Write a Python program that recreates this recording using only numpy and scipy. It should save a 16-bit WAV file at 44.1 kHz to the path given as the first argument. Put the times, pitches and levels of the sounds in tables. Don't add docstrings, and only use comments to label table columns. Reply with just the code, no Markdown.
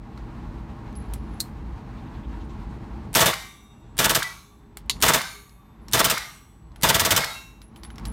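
import sys
import numpy as np
from scipy import signal
from scipy.fft import rfft, irfft, next_fast_len
from scipy.io import wavfile
from scipy.ndimage import map_coordinates

SR = 44100
rng = np.random.default_rng(int(sys.argv[2]) if len(sys.argv) > 2 else 0)


def ratio(d):
    e = np.asarray(d, float) / 20
    return 10 ** e


def master_out(mix):
    frames = np.transpose(np.atleast_2d(mix))
    ceiling = np.clip(frames, -1, 1)
    pcm = np.round(ceiling * 32767).astype(np.int16)
    wavfile.write(sys.argv[1], SR, pcm)


N = 358091

# start_s, crack_peak_db, body_db (re crack)
SHOTS = [
    [(3.1505, -10, -9.5), (3.2047, -11.5, -7.5), (3.2586, -13.5, -7.5)],
    [(3.989, -11.5, -9.5), (4.0424, -11.5, -11.5), (4.095, -13, -12), (4.1486, -12, -14)],
    [(5.024, -9.5, -10), (5.0806, -11, -9), (5.1359, -12, -11)],
    [(5.9337, -10, -11), (5.9907, -12, -9), (6.0436, -12, -13), (6.099, -13.5, -12.5)],
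    [(6.8326, -10.5, -8), (6.888, -11.5, -9), (6.944, -12.5, -12.5), (6.996, -12.5, -13),
     (7.05, -13.5, -12), (7.1068, -11, -13.5), (7.1634, -11, -14)],
]
# start_s, peak_db, ring_db (re peak)
SNAPS = [
    (1.4036, -10, -16),
    (4.8971, -4, -12),
]


def unit(x):
    return x / np.sqrt(np.mean(x ** 2) + 1e-20)


def along(points, hz):
    f, v = np.transpose(points)
    return np.interp(np.log(hz + 1), np.log(f + 1), v)


def wobble(rate, size):
    knots = rng.standard_normal(int(size * rate / SR) + 4)
    return map_coordinates(knots, [np.arange(size) * rate / SR])


def noise(spectrum, size, peaks=(), lined_db=0):
    m = next_fast_len(size)
    hz = np.fft.rfftfreq(m, 1 / SR)
    gain = 1 + sum(ratio(db - 1) / (1 + (2 * (hz - c) / w) ** 2) for c, w, db in peaks)
    lines = np.repeat(np.clip(rng.standard_normal(len(hz)), -2, 2.6), 2)[:len(hz)]
    gain = gain * ratio(along(spectrum, hz) + lined_db * lines)
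    return unit(irfft(rfft(rng.standard_normal(m)) * gain, m)[:size])


def modes(table, t):
    hz, db = np.transpose(table)[:, :, None]
    return unit(np.sum(ratio(db) * np.sin(2 * np.pi * (hz * t + rng.random(hz.shape))), axis=0))


def band(lo_hz, hi_hz):
    return [(lo_hz * .7, -35), (lo_hz, 0), (hi_hz, 0), (hi_hz * 1.3, -30)]


def add(track, s, x):
    track[round(s * SR):][:len(x)] += x[:N - round(s * SR)]


def puff(t, rise, held, t60):
    return (t > 0) * (1 - np.exp(-np.abs(t) / rise)) * ratio(-60 * np.clip(t - held, 0, None) / t60)


def tone(hz, t, flutter_db=3):
    def slow(rate):
        return np.interp(t, t[::32], wobble(rate * 32, len(t[::32])))
    return ratio(flutter_db * slow(35)) * np.sin(2 * np.pi * hz * t + .3 * slow(30))


def ducked(start_s, last_s, depth_db, fall_s, recover_s):
    t = np.arange(N) / SR
    climb = np.clip((t - last_s) / recover_s, 0, 1) ** 2.8
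    return -depth_db * np.clip((t - start_s) / fall_s, 0, 1) * (1 - climb)


def gain_control():
    depths_db = [15.7, 18, 17.4, 17.6, 15.8]
    wait_s, fall_s, recover_s = .06, 0.12, 0.89
    ducks = [ducked(b[0][0] + wait_s, b[-1][0], db, fall_s, recover_s) for b, db in zip(SHOTS, depths_db)]
    ducks += [ducked(s, s, 1.5, 0.033, 0.26) for s, *_ in SNAPS]
    open_db, open_s = 7.5, 0.2
    return np.min(ducks, axis=0) - open_db * np.exp(-np.arange(N) / SR / open_s * 2)


def ventilation():
    # freq_hz, density_db_per_hz
    fan_colour = [(12, -45.5), (20, -11.5), (32, -8), (48, 3), (91, -6), (123, -2.5), (145, -7),
                  (207, -5.5), (282, -11.5), (333, -11.5), (380, -23.5), (422, -14.5), (512, -25.5),
                  (621, -22.5), (700, -29), (910, -45), (1540, -120)]
    # freq_hz, density_db_per_hz
    duct_colour = [(290, -31), (500, -20), (698, -8), (946, -3.5), (1260, -9.5), (2100, -16), (3540, -24.5),
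                   (4090, -24), (4940, -29), (8700, -36.5), (10700, -42.5), (13300, -40.5), (16000, -52.5)]
    rumble_db, hiss_db = -35, -49.5
    hiss_follows = 0.92
    fan_peaks = [(56, 26, 0.0018), (118.0, 1.1, 0.0035), (220.5, 14, 0.0047), (339.0, 15, 0.0071)]
    duct_peaks = [(809, 58, 0.0), (936, 17, 0.0065), (1085, 36, 0.0064)]
    gain_db = gain_control()
    rumble = ratio(gain_db + rumble_db + 0.6 * wobble(7.5, N)) * noise(fan_colour, N, fan_peaks)
    hiss = ratio(hiss_follows * gain_db + hiss_db + 1.2 * wobble(24, N)) * noise(duct_colour, N, duct_peaks)
    return rumble + hiss


def contacts():
    # start_s, peak_db, dull_db (re peak), bright_db (re peak), ring_hz
    grip_clicks = [(0.1765, -37.5, 3, -16, 1200), (.194, -50, -6, -20, 1030), (0.928, -50, 0, -4, 4200),
                   (0.954, -42, -12, -14, 4760), (.9605, -48, -16, -16, 4800), (.968, -50, -16, -16, 4300),
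                   (1.086, -55, 0, -6, 12500), (1.111, -58, 0, -6, 12000), (1.1367, -26.5, -12, 4.5, 9500),
                   (1.336, -48, 7, -13, 4500), (1.4, -31, -15, -1, 7200), (4.7715, -29, 0, 5, 4520),
                   (4.861, -56, -20, 0, 13000), (4.9666, -39, -13, -20, 2270),
                   (5.4944, -43.5, -8, -9, 4170), (5.884, -30, -2.5, -7, 5500), (6.7184, -50, 0, -25, 4000),
                   (6.7604, -38.5, 1, -5, 3200), (7.6177, -37.5, -2, -5, 4000),
                   (7.761, -35.5, -5, -6, 3050), (7.775, -52, -8, 0, 13500), (7.8345, -30, -2, -7, 4500),
                   (7.8497, -35.5, 5, -10, 3560), (7.9038, -38, 7, -11, 3000), (7.9585, -40, 3, -9, 5500),
                   (7.9824, -32, 6, -10, 5460), (7.997, -44, 8, -4, 5500), (8.0537, -24, -9, -8, 4000),
                   (8.0575, -34, -8, 0, 7900), (8.07, -40, 0, 1, 6000)]
    # ahead_of_first_shot_s, peak_db, dull_db, bright_db, t60_s
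    trigger_steps = [
        (0.02, -34, -1.5, -0.5, 0.06),
        (0.009, -21.5, -8, -3.5, 0.046),
    ]
    # freq_hz, density_db_per_hz
    tick_colour = [(1500, -30), (2800, -2), (5500, -4), (8000, -14.5), (12000, -31)]
    # freq_hz, density_db_per_hz
    bright_colour = [(5000, -35), (7500, 0), (11500, 0), (14000, -5), (16000, -9)]
    # freq_hz, density_db_per_hz
    room_colour = [(500, -25), (1200, -1), (4000, -5.5), (7000, -13), (12000, -28)]
    click_t60_s, sear_hz = 0.02, 8900
    out, t = np.zeros(N), np.arange(SR // 3) / SR
    ticks = [(*row, click_t60_s) for row in grip_clicks]
    for burst in SHOTS:
        for ahead_s, db, dull_db, bright_db, t60 in trigger_steps:
            ticks.append((burst[0][0] - ahead_s, db, dull_db, bright_db, sear_hz, t60))
    for s, db, dull_db, bright_db, hz, t60 in ticks:
        tick = np.sin(2 * np.pi * hz * t) + ratio(-4.5) * noise(band(0.76 * hz, 1.3 * hz), len(t))
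        tick += ratio(-2) * noise(tick_colour, len(t)) + ratio(dull_db) * noise(band(730, 2300), len(t))
        bright = ratio(bright_db) * noise(bright_colour, len(t))
        fall = puff(t, 0.00013, 0, t60) + ratio(-3.0) * puff(t, .0001, 0.00052, 0.0081)
        room = ratio(-10) * puff(t, 0.0027, 0, 0.2) * noise(room_colour, len(t))
        room += ratio(-7) * puff(t, 0.0042, 0, .08) * (bright + ratio(-6.5) * tick)
        add(out, s - .0005, ratio(db - 13.0) * (fall * (tick + bright) + room))
    return out


def spring():
    # start_s, level_db, t60_s
    twangs = [(0.954, -48, 0.23), (1.141, -61, .3), (1.29, -71, .5), (1.338, -65, 0.42), (4.91, -72, 0.28),
              (5.49, -60.5, 0.32), (5.81, -74.5, 0.61), (6.76, -68, .4), (7.617, -57, 0.29),
              (7.765, -57, 0.19), (7.837, -51, 0.18), (7.847, -48, 0.1), (7.905, -60, .3), (8.057, -56, .2),
              (8.075, -38.5, 0.11)]
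    colour = [(10450, -54.0), (10740, -4.5), (10870, 11.5), (11000, 0), (11250, -41.0)]
    out, t = np.zeros(N), np.arange(SR // 3) / SR
    for s, db, t60 in twangs:
        add(out, s, ratio(db) * puff(t, 0.0022, 0.0074, t60) * noise(colour, len(t)))
    return out


def selector():
    # freq_hz, density_db_per_hz
    detent_colours = [
        [(470, -37), (800, -19), (1210, -22), (1540, -19), (2770, -22), (3560, -13), (4180, 3.5), (5110, -8),
         (7640, -7), (8550, -3), (9940, -8.5), (14800, -6.5), (16000, -18)],
        [(470, -52), (800, -27.5), (1150, -9.5), (1500, -35), (2000, -9.5), (2470, -18.5), (2700, -10),
         (4510, -4.5), (4930, -11.5), (6490, -10.5), (10600, -18.5), (12000, -17), (16000, -37.5)],
    ]
    # later_s, level_db (re peak)
    rebound_sets = [
        [(.0045, -1), (.012, -20)],
        [(.0055, -4), (.0135, -11.5)],
    ]
    # freq_hz, level_db, t60_s
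    lever_modes = [
        [(3620, -22, 0.15), (4180, 0, 0.067), (7300, -12, 0.069), (8516, 2, 0.038), (9340, -28, 0.2),
         (11000, -16, 0.079), (11150, -15, 0.074), (12490, -10, 0.059), (14100, -15, 0.13), (14640, -12, 0.081)],
        [(2700, -11.5, 0.065), (3520, -7, 0.075), (3870, 0, 0.057), (4320, 0, 0.072), (4716, -8, 0.085),
         (6228, -17, 0.092), (6982, -30, 0.36), (8882, -20, 0.097), (10770, -28, 0.23), (11710, -35.5, 0.18)],
    ]
    spike_s = .00004
    out, t = np.zeros(N), np.arange(SR // 3) / SR
    for (s, db, ring_db), colour, rebounds, lever in zip(SNAPS, detent_colours, rebound_sets, lever_modes):
        snap = ratio(5.5) * puff(t, 0.00016, 0.0013, 0.0044)
        snap += sum(ratio(level_db) * puff(t - later_s, .0002, 0.001, 0.015) for later_s, level_db in rebounds)
        snap += ratio(-8.5) * puff(t, .002, 0.0043, 0.059) + ratio(-21.5) * puff(t, .004, 0, 0.26)
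        ring = np.zeros(len(t))
        for hz, level_db, t60 in lever:
            phase = 2 * np.pi * hz * t + .8 * wobble(120, len(t))
            ring += ratio(level_db) * puff(t, .0015, .006, 1.5 * t60) * np.cos(phase)
        add(out, s - .0006, ratio(db - 14.5) * (snap * noise(colour, len(t)) + ratio(ring_db + 4.5) * ring))
        add(out, s, -ratio(db - 4.5) * (1 - t / spike_s) * np.exp(-t / spike_s))
    return out


def belt():
    # start_s, peak_db, pitch_hz
    chirp_events = [(1.981, -59, 3900), (2.07, -59, 3480), (2.15, -58, 4000), (2.24, -58, 3400),
                    (2.33, -62, 3800), (2.41, -59, 3880), (2.41, -65.5, 6800), (2.445, -70, 8800),
                    (2.501, -61, 3920), (2.5, -64, 6900), (2.53, -70, 8200), (2.7, -69, 8200),
                    (2.87, -73, 8400), (3.04, -70, 8100)]
    out, t = np.zeros(N), np.arange(SR // 10) / SR
    for s, db, hz in chirp_events:
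        chirp = puff(t, 0.0043, 0.024, 0.08) * noise(band(hz * 0.44, hz * 1.08), len(t))
        add(out, s - .012, ratio(db) * chirp)
    return out


def pings():
    # start_s, level_db, pitch_hz, t60_s
    ping_events = [(4.24, -30, 1975, .06), (4.285, -40, 1950, .05), (5.22, -42, 1500, .15),
                   (6.2, -43, 1846, .25), (7.25, -39, 1981, .08), (7.29, -45, 2046, .25),
                   (3.42, -62, 410, 2.5), (4.24, -63, 410, 5), (5.33, -53, 410, .5), (6.36, -67, 410, 3),
                   (7.3, -62, 410, 2), (4.5, -59, 1157, .3), (6.4, -61, 1160, .3), (6.2, -38, 1950, .08),
                   (6.235, -41, 2100, .1), (7.335, -42, 2708, .55), (7.29, -39, 3806, .52),
                   (3.47, -54, 1170, .7), (2.2, -58, 950, .3), (2.58, -55, 950, .2), (5.29, -48, 2340, .12),
                   (7.77, -74, 13500, .5), (7.77, -79, 14300, .3), (6.19, -40, 1500, .08),
                   (6.075, -32, 1600, .05), (6.42, -74, 7881, 3)]
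    out, t = np.zeros(N), np.arange(SR * 3 // 4) / SR
    for s, db, hz, t60 in ping_events:
        add(out, s, ratio(db) * puff(t, min(.015, t60 / 15), .035, t60) * (t < .55) * tone(hz, t, 1.5))
    return out


def gas_crack(t, t60, held_s, spike_db):
    # freq_hz, density_db_per_hz
    crack_colour = [(880, -28.5), (1500, -2.5), (2270, -7), (3000, -2), (4120, -6), (6000, -4.5),
                    (8400, -5), (10700, -9.5), (14600, -6), (16000, -16.5)]
    crack = puff(t, 0.0017, held_s, t60) * ratio(1.5 - 2.5 * np.clip(t / held_s, 0, 1))
    crack += ratio(spike_db) * puff(t, .0001, 0.00052, 0.0033)
    crack += ratio(-19.5) * puff(t - 0.038, 0.0023, 0.012, 0.09)
    jet = puff(t - .0008, 0.00035, .004, .02) * noise(band(2800, 6500), len(t))
    return crack * noise(crack_colour, len(t)) + ratio(-6) * jet


def gun_body(t, t60, held_s, mid):
    # freq_hz, density_db_per_hz
    body_colour = [(180, -29), (300, -5.5), (587, -6), (655, -1), (796, -8), (887, -3), (967, -2),
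                   (1140, 0.5), (1230, 0.5), (4000, -8), (5200, -39.5), (8800, -120)]
    # freq_hz, width_hz, level_db
    wall_peaks = [(650, 12, -2.5), (860, 540, -0.5), (2440, 40, -2.5), (3060, 70, -5.5), (3500, 140, 6)]
    body = puff(t, 0.0063, held_s + 0.011, 0.8 * t60)
    body += ratio(-8.5) * puff(t - 0.038, 0.0013, 0.004, 0.16)
    body += ratio(-0.5) * puff(t - .0115, 0.0021, 0.0014, .012)
    return body * (ratio(-1) * noise(body_colour, len(t), wall_peaks) + ratio(-3.5) * mid)


def low_push(t, low):
    # freq_hz, density_db_per_hz
    thump_colour = [(24, -36), (40, 2.5), (91, -10.5), (155, -1), (231, -7), (445, -13.5), (500, -6.5),
                    (650, -36), (1100, -120)]
    push = puff(t, 0.00069, 0.0082, 0.085) + ratio(-2.5) * puff(t - .0195, 0.0014, 0.011, 0.084)
    push += ratio(-19.5) * puff(t, .02, 0.032, 0.19)
    return push * (ratio(-4) * noise(thump_colour, len(t)) + ratio(-2) * low)


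def bolt_clack(t):
    return ratio(-11) * puff(t - 0.055, .0007, .002, 0.023) * noise(band(1200, 2400), len(t))


def lane(size, uneven):
    # freq_hz, density_db_per_hz
    lane_colour = [(59, -34), (100, 0.5), (215, -16), (452, -10), (818, -2), (1230, -1.5), (2040, -4.5),
                   (2690, -8), (3940, -6), (5000, -5.5), (6300, -11), (13500, -18.5), (16000, -31)]
    # freq_hz, t60_s
    lane_t60 = [(150, 0.21), (1200, 0.6), (1800, 0.46), (2300, 0.6), (3700, 0.5), (4200, .56), (5000, 0.42),
                (6200, 0.71), (7000, 0.58), (14000, 0.7)]
    # freq_hz, width_hz, level_db
    lane_peaks = [(650, 43, -6), (1190, 53, -5.5), (1590, 95, 0.5), (2180, 230, 0), (3720, 250, -5)]
    hz, t, z = signal.stft(noise(lane_colour, size, lane_peaks, lined_db=10.5), SR, nperseg=256)
    decay = ratio(-60 * (t - .1) / (along(lane_t60, hz) * uneven)[:, None])
    return signal.istft(z * decay, SR, nperseg=256)[1][:size]


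def back_stop(out, s, slap_db):
    # freq_hz, density_db_per_hz
    slap_colour = [(880, -29), (1500, -7), (4000, 3), (9000, -5), (16000, -11)]
    t, slap_s = np.arange(SR // 4) / SR, .0795
    slap = puff(t, 0.0006, 0.0031, 0.027) * noise(slap_colour, len(t))
    dull = puff(t, 0.0008, 0.004, 0.037) * noise(band(1000, 2200), len(t))
    add(out, s + slap_s - .0003, ratio(slap_db - 23.5) * slap)
    add(out, s + slap_s - .007, ratio(-24.5) * dull)


def gun():
    # freq_hz, level_db
    low_modes = [(128, -1), (161, -1), (193, -1.5), (247, -5), (301, -6), (333, -4), (420, -2)]
    # freq_hz, level_db
    mid_modes = [(480, -1.5), (554, -2.5), (632, 0.5), (664, 1), (861, -2.5), (903, -1), (963, -2.5),
                 (1122, -0.5), (1163, -6.5), (1310, -1.5), (1385, -6.5), (1472, -11.5), (1602, -5.5),
                 (1934, -1)]
    # freq_hz, level_db
    receiver_modes = [(1705, -0.5), (1787, -4.5), (2995, -3), (3160, -9), (3440, -3.5), (3572, 0)]
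    # crack_linger_factor, lane_db, slap_db
    burst_rooms = [(1.8, 0, -3.5), (1.02, -2.3, 0), (1.32, 0.057, -4), (0.96, 0, -3.5), (0.88, 1, -0.5)]
    first, second, later = (0.17, 0.0064, -14, 2), (0.0531, 0.016, -22, -7), (0.08, 0.0145, -16, 3.5)
    steepen_s, steepen_db_per_s = 0.19, 18.5
    out, short, long = np.zeros(N), np.arange(SR // 4) / SR, np.arange(SR * 3 // 4) / SR
    low = modes(low_modes, short)
    mid = modes(mid_modes, short) + ratio(-5.5) * modes(receiver_modes, short)
    for burst, (linger, room_db, slap_db) in zip(SHOTS, burst_rooms):
        uneven = np.exp(.13 * rng.standard_normal(129))
        settings = [first, second] + [later] * len(burst)
        for (s, db, body_db), (t60, held_s, lane_db, spike_db) in zip(burst, settings):
            t60 = t60 * linger
            ragged = ratio(1.2 * wobble(350, len(short)))
            shot = gas_crack(short, t60, held_s, spike_db) + bolt_clack(short)
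            shot += ratio(body_db + 5.5) * gun_body(short, t60, held_s, mid)
            shot += ratio(body_db - 1.5) * low_push(short, low)
            add(out, s - .0002, ratio(db - 5.5) * ragged * shot)
            tail_db = db + lane_db + room_db - 4.5 - steepen_db_per_s * np.clip(long - steepen_s, 0, None)
            add(out, s, ratio(tail_db) * (1 - np.exp(-long / 0.06)) * lane(len(long), uneven))
        back_stop(out, s, slap_db)
        add(out, s, ratio(-45.5) * puff(long, 0.022, 0.049, 0.99) * noise(band(40, 180), len(long)))
    return out


def swarm(db):
    # freq_hz, level_db
    swarm_colour = [(900, -4.5), (2200, 0.5), (3700, -1), (4300, -5), (4900, -13.5), (6300, -2),
                    (7300, -8.5), (14500, -15)]
    place, loud, life = rng.random((28, 3)).T
    pitch_hz = 1000 + 13500 * place ** 1.6
    t60_s = np.interp(life ** 2, [0, 1], (0.33, 2.5))
    return list(zip(pitch_hz, db / 2 - 36.5 + along(swarm_colour, pitch_hz) + 5 * loud - 6 * t60_s, t60_s))


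def ringing():
    # start_s, level_db
    steel_events = [
        (3.42, -58),
        (4.42, -73),
        (5.36, -62),
        (6.331, -65.5),
        (7.36, -77),
    ]
    # freq_hz, level_db, t60_s
    steel_partials = [(1152, 0, 1.8), (2180, -2, .65), (3569, -10, .9), (5814, -14, 1.1), (7176, -18, 1.3),
                      (7881, -16, 1.6), (8947, -10, .55), (11070, -6, 1), (12130, -13, .77),
                      (12690, -15, .7), (13460, -10, 1), (14750, -15, .45)]
    # freq_hz, level_db, t60_s
    brass_sets = [
        [(2331, -49, .6), (11070, -62, .9), (5814, -64, .9), (3600, -58, .7), (2756, -62, 1.3),
         (3424, -63, 1.4), (3704, -52, 1.05), (2180, -58, .75), (1152, -62, .8), (4081, -55.5, .45),
         (6002, -61, 1), (7176, -69, 1.5), (7881, -70, 1.6), (8430, -64.5, .8)],
        [(409, -66, 5), (3569, -68, 1.2), (3500, -68, .7), (3900, -66, .6), (6750, -66, .4), (4091, -65, .55),
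         (6395, -66, .3), (5426, -68, .3), (7881, -77, 2), (6228, -70, .3), (8511, -78, .55), (11090, -66, .7),
         (12120, -75, .9), (13470, -75, .9), (14010, -76, .45), (12700, -79, .55), (7176, -73, .55)],
        [(3590, -65, 1.4), (3690, -67, .9), (4274, -58, .37), (4484, -59, .33), (2186, -56, .5),
         (1168, -56, .4), (11130, -60, .45), (6611, -56, .4), (9550, -64, .7), (9706, -57, .34),
         (12420, -64, 1.3)],
        [(1227, -60.5, .78), (3047, -66.5, .45), (3424, -73, 1.8), (6002, -76, 1.2), (6799, -72.5, .7),
         (7881, -63, .8), (8947, -64, .65), (11060, -72, 1.4), (13470, -75, 1)],
        [(1260, -52.5, .34), (10720, -63, .5), (14070, -70, .8), (4086, -58, .45), (4565, -56.5, .29),
         (5728, -58, .7), (9609, -58.5, .39), (13100, -64, .4)],
    ]
    out, lead_s = np.zeros(N), .13
    t = np.arange(SR * 3 // 4) / SR
    for (s, db), cases in zip(steel_events, brass_sets):
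        struck = [(hz, db + level_db + 2.5 * rng.standard_normal(), t60) for hz, level_db, t60 in steel_partials]
        for hz, level_db, t60 in struck + swarm(db) + cases:
            fall = ratio(level_db + (12.5 - 60 / t60) * (t - lead_s))
            add(out, s - lead_s, fall * np.clip(t / lead_s, 0, 1) ** 2 * tone(hz, t))
    return out


def scene():
    hands = contacts() + spring() + selector()
    return (ventilation() + hands + belt() + pings() + gun() + ringing())[None]


def band_limit(x):
    return signal.sosfilt(signal.butter(12, 16810, fs=SR, output="sos"), x)


def record(dry):
    soft = dry / (1 + np.abs(dry / .6) ** 4) ** (1 / 4)
    m = next_fast_len(N)
    response_db = along([(18, -20), (40, 0), (15900, 0), (16800, -60)], np.fft.rfftfreq(m, 1 / SR))
    cut = irfft(rfft(soft, m) * ratio(response_db), m)[:, :N]
    return band_limit(cut)


dry = scene()
out = record(dry)
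master_out(out)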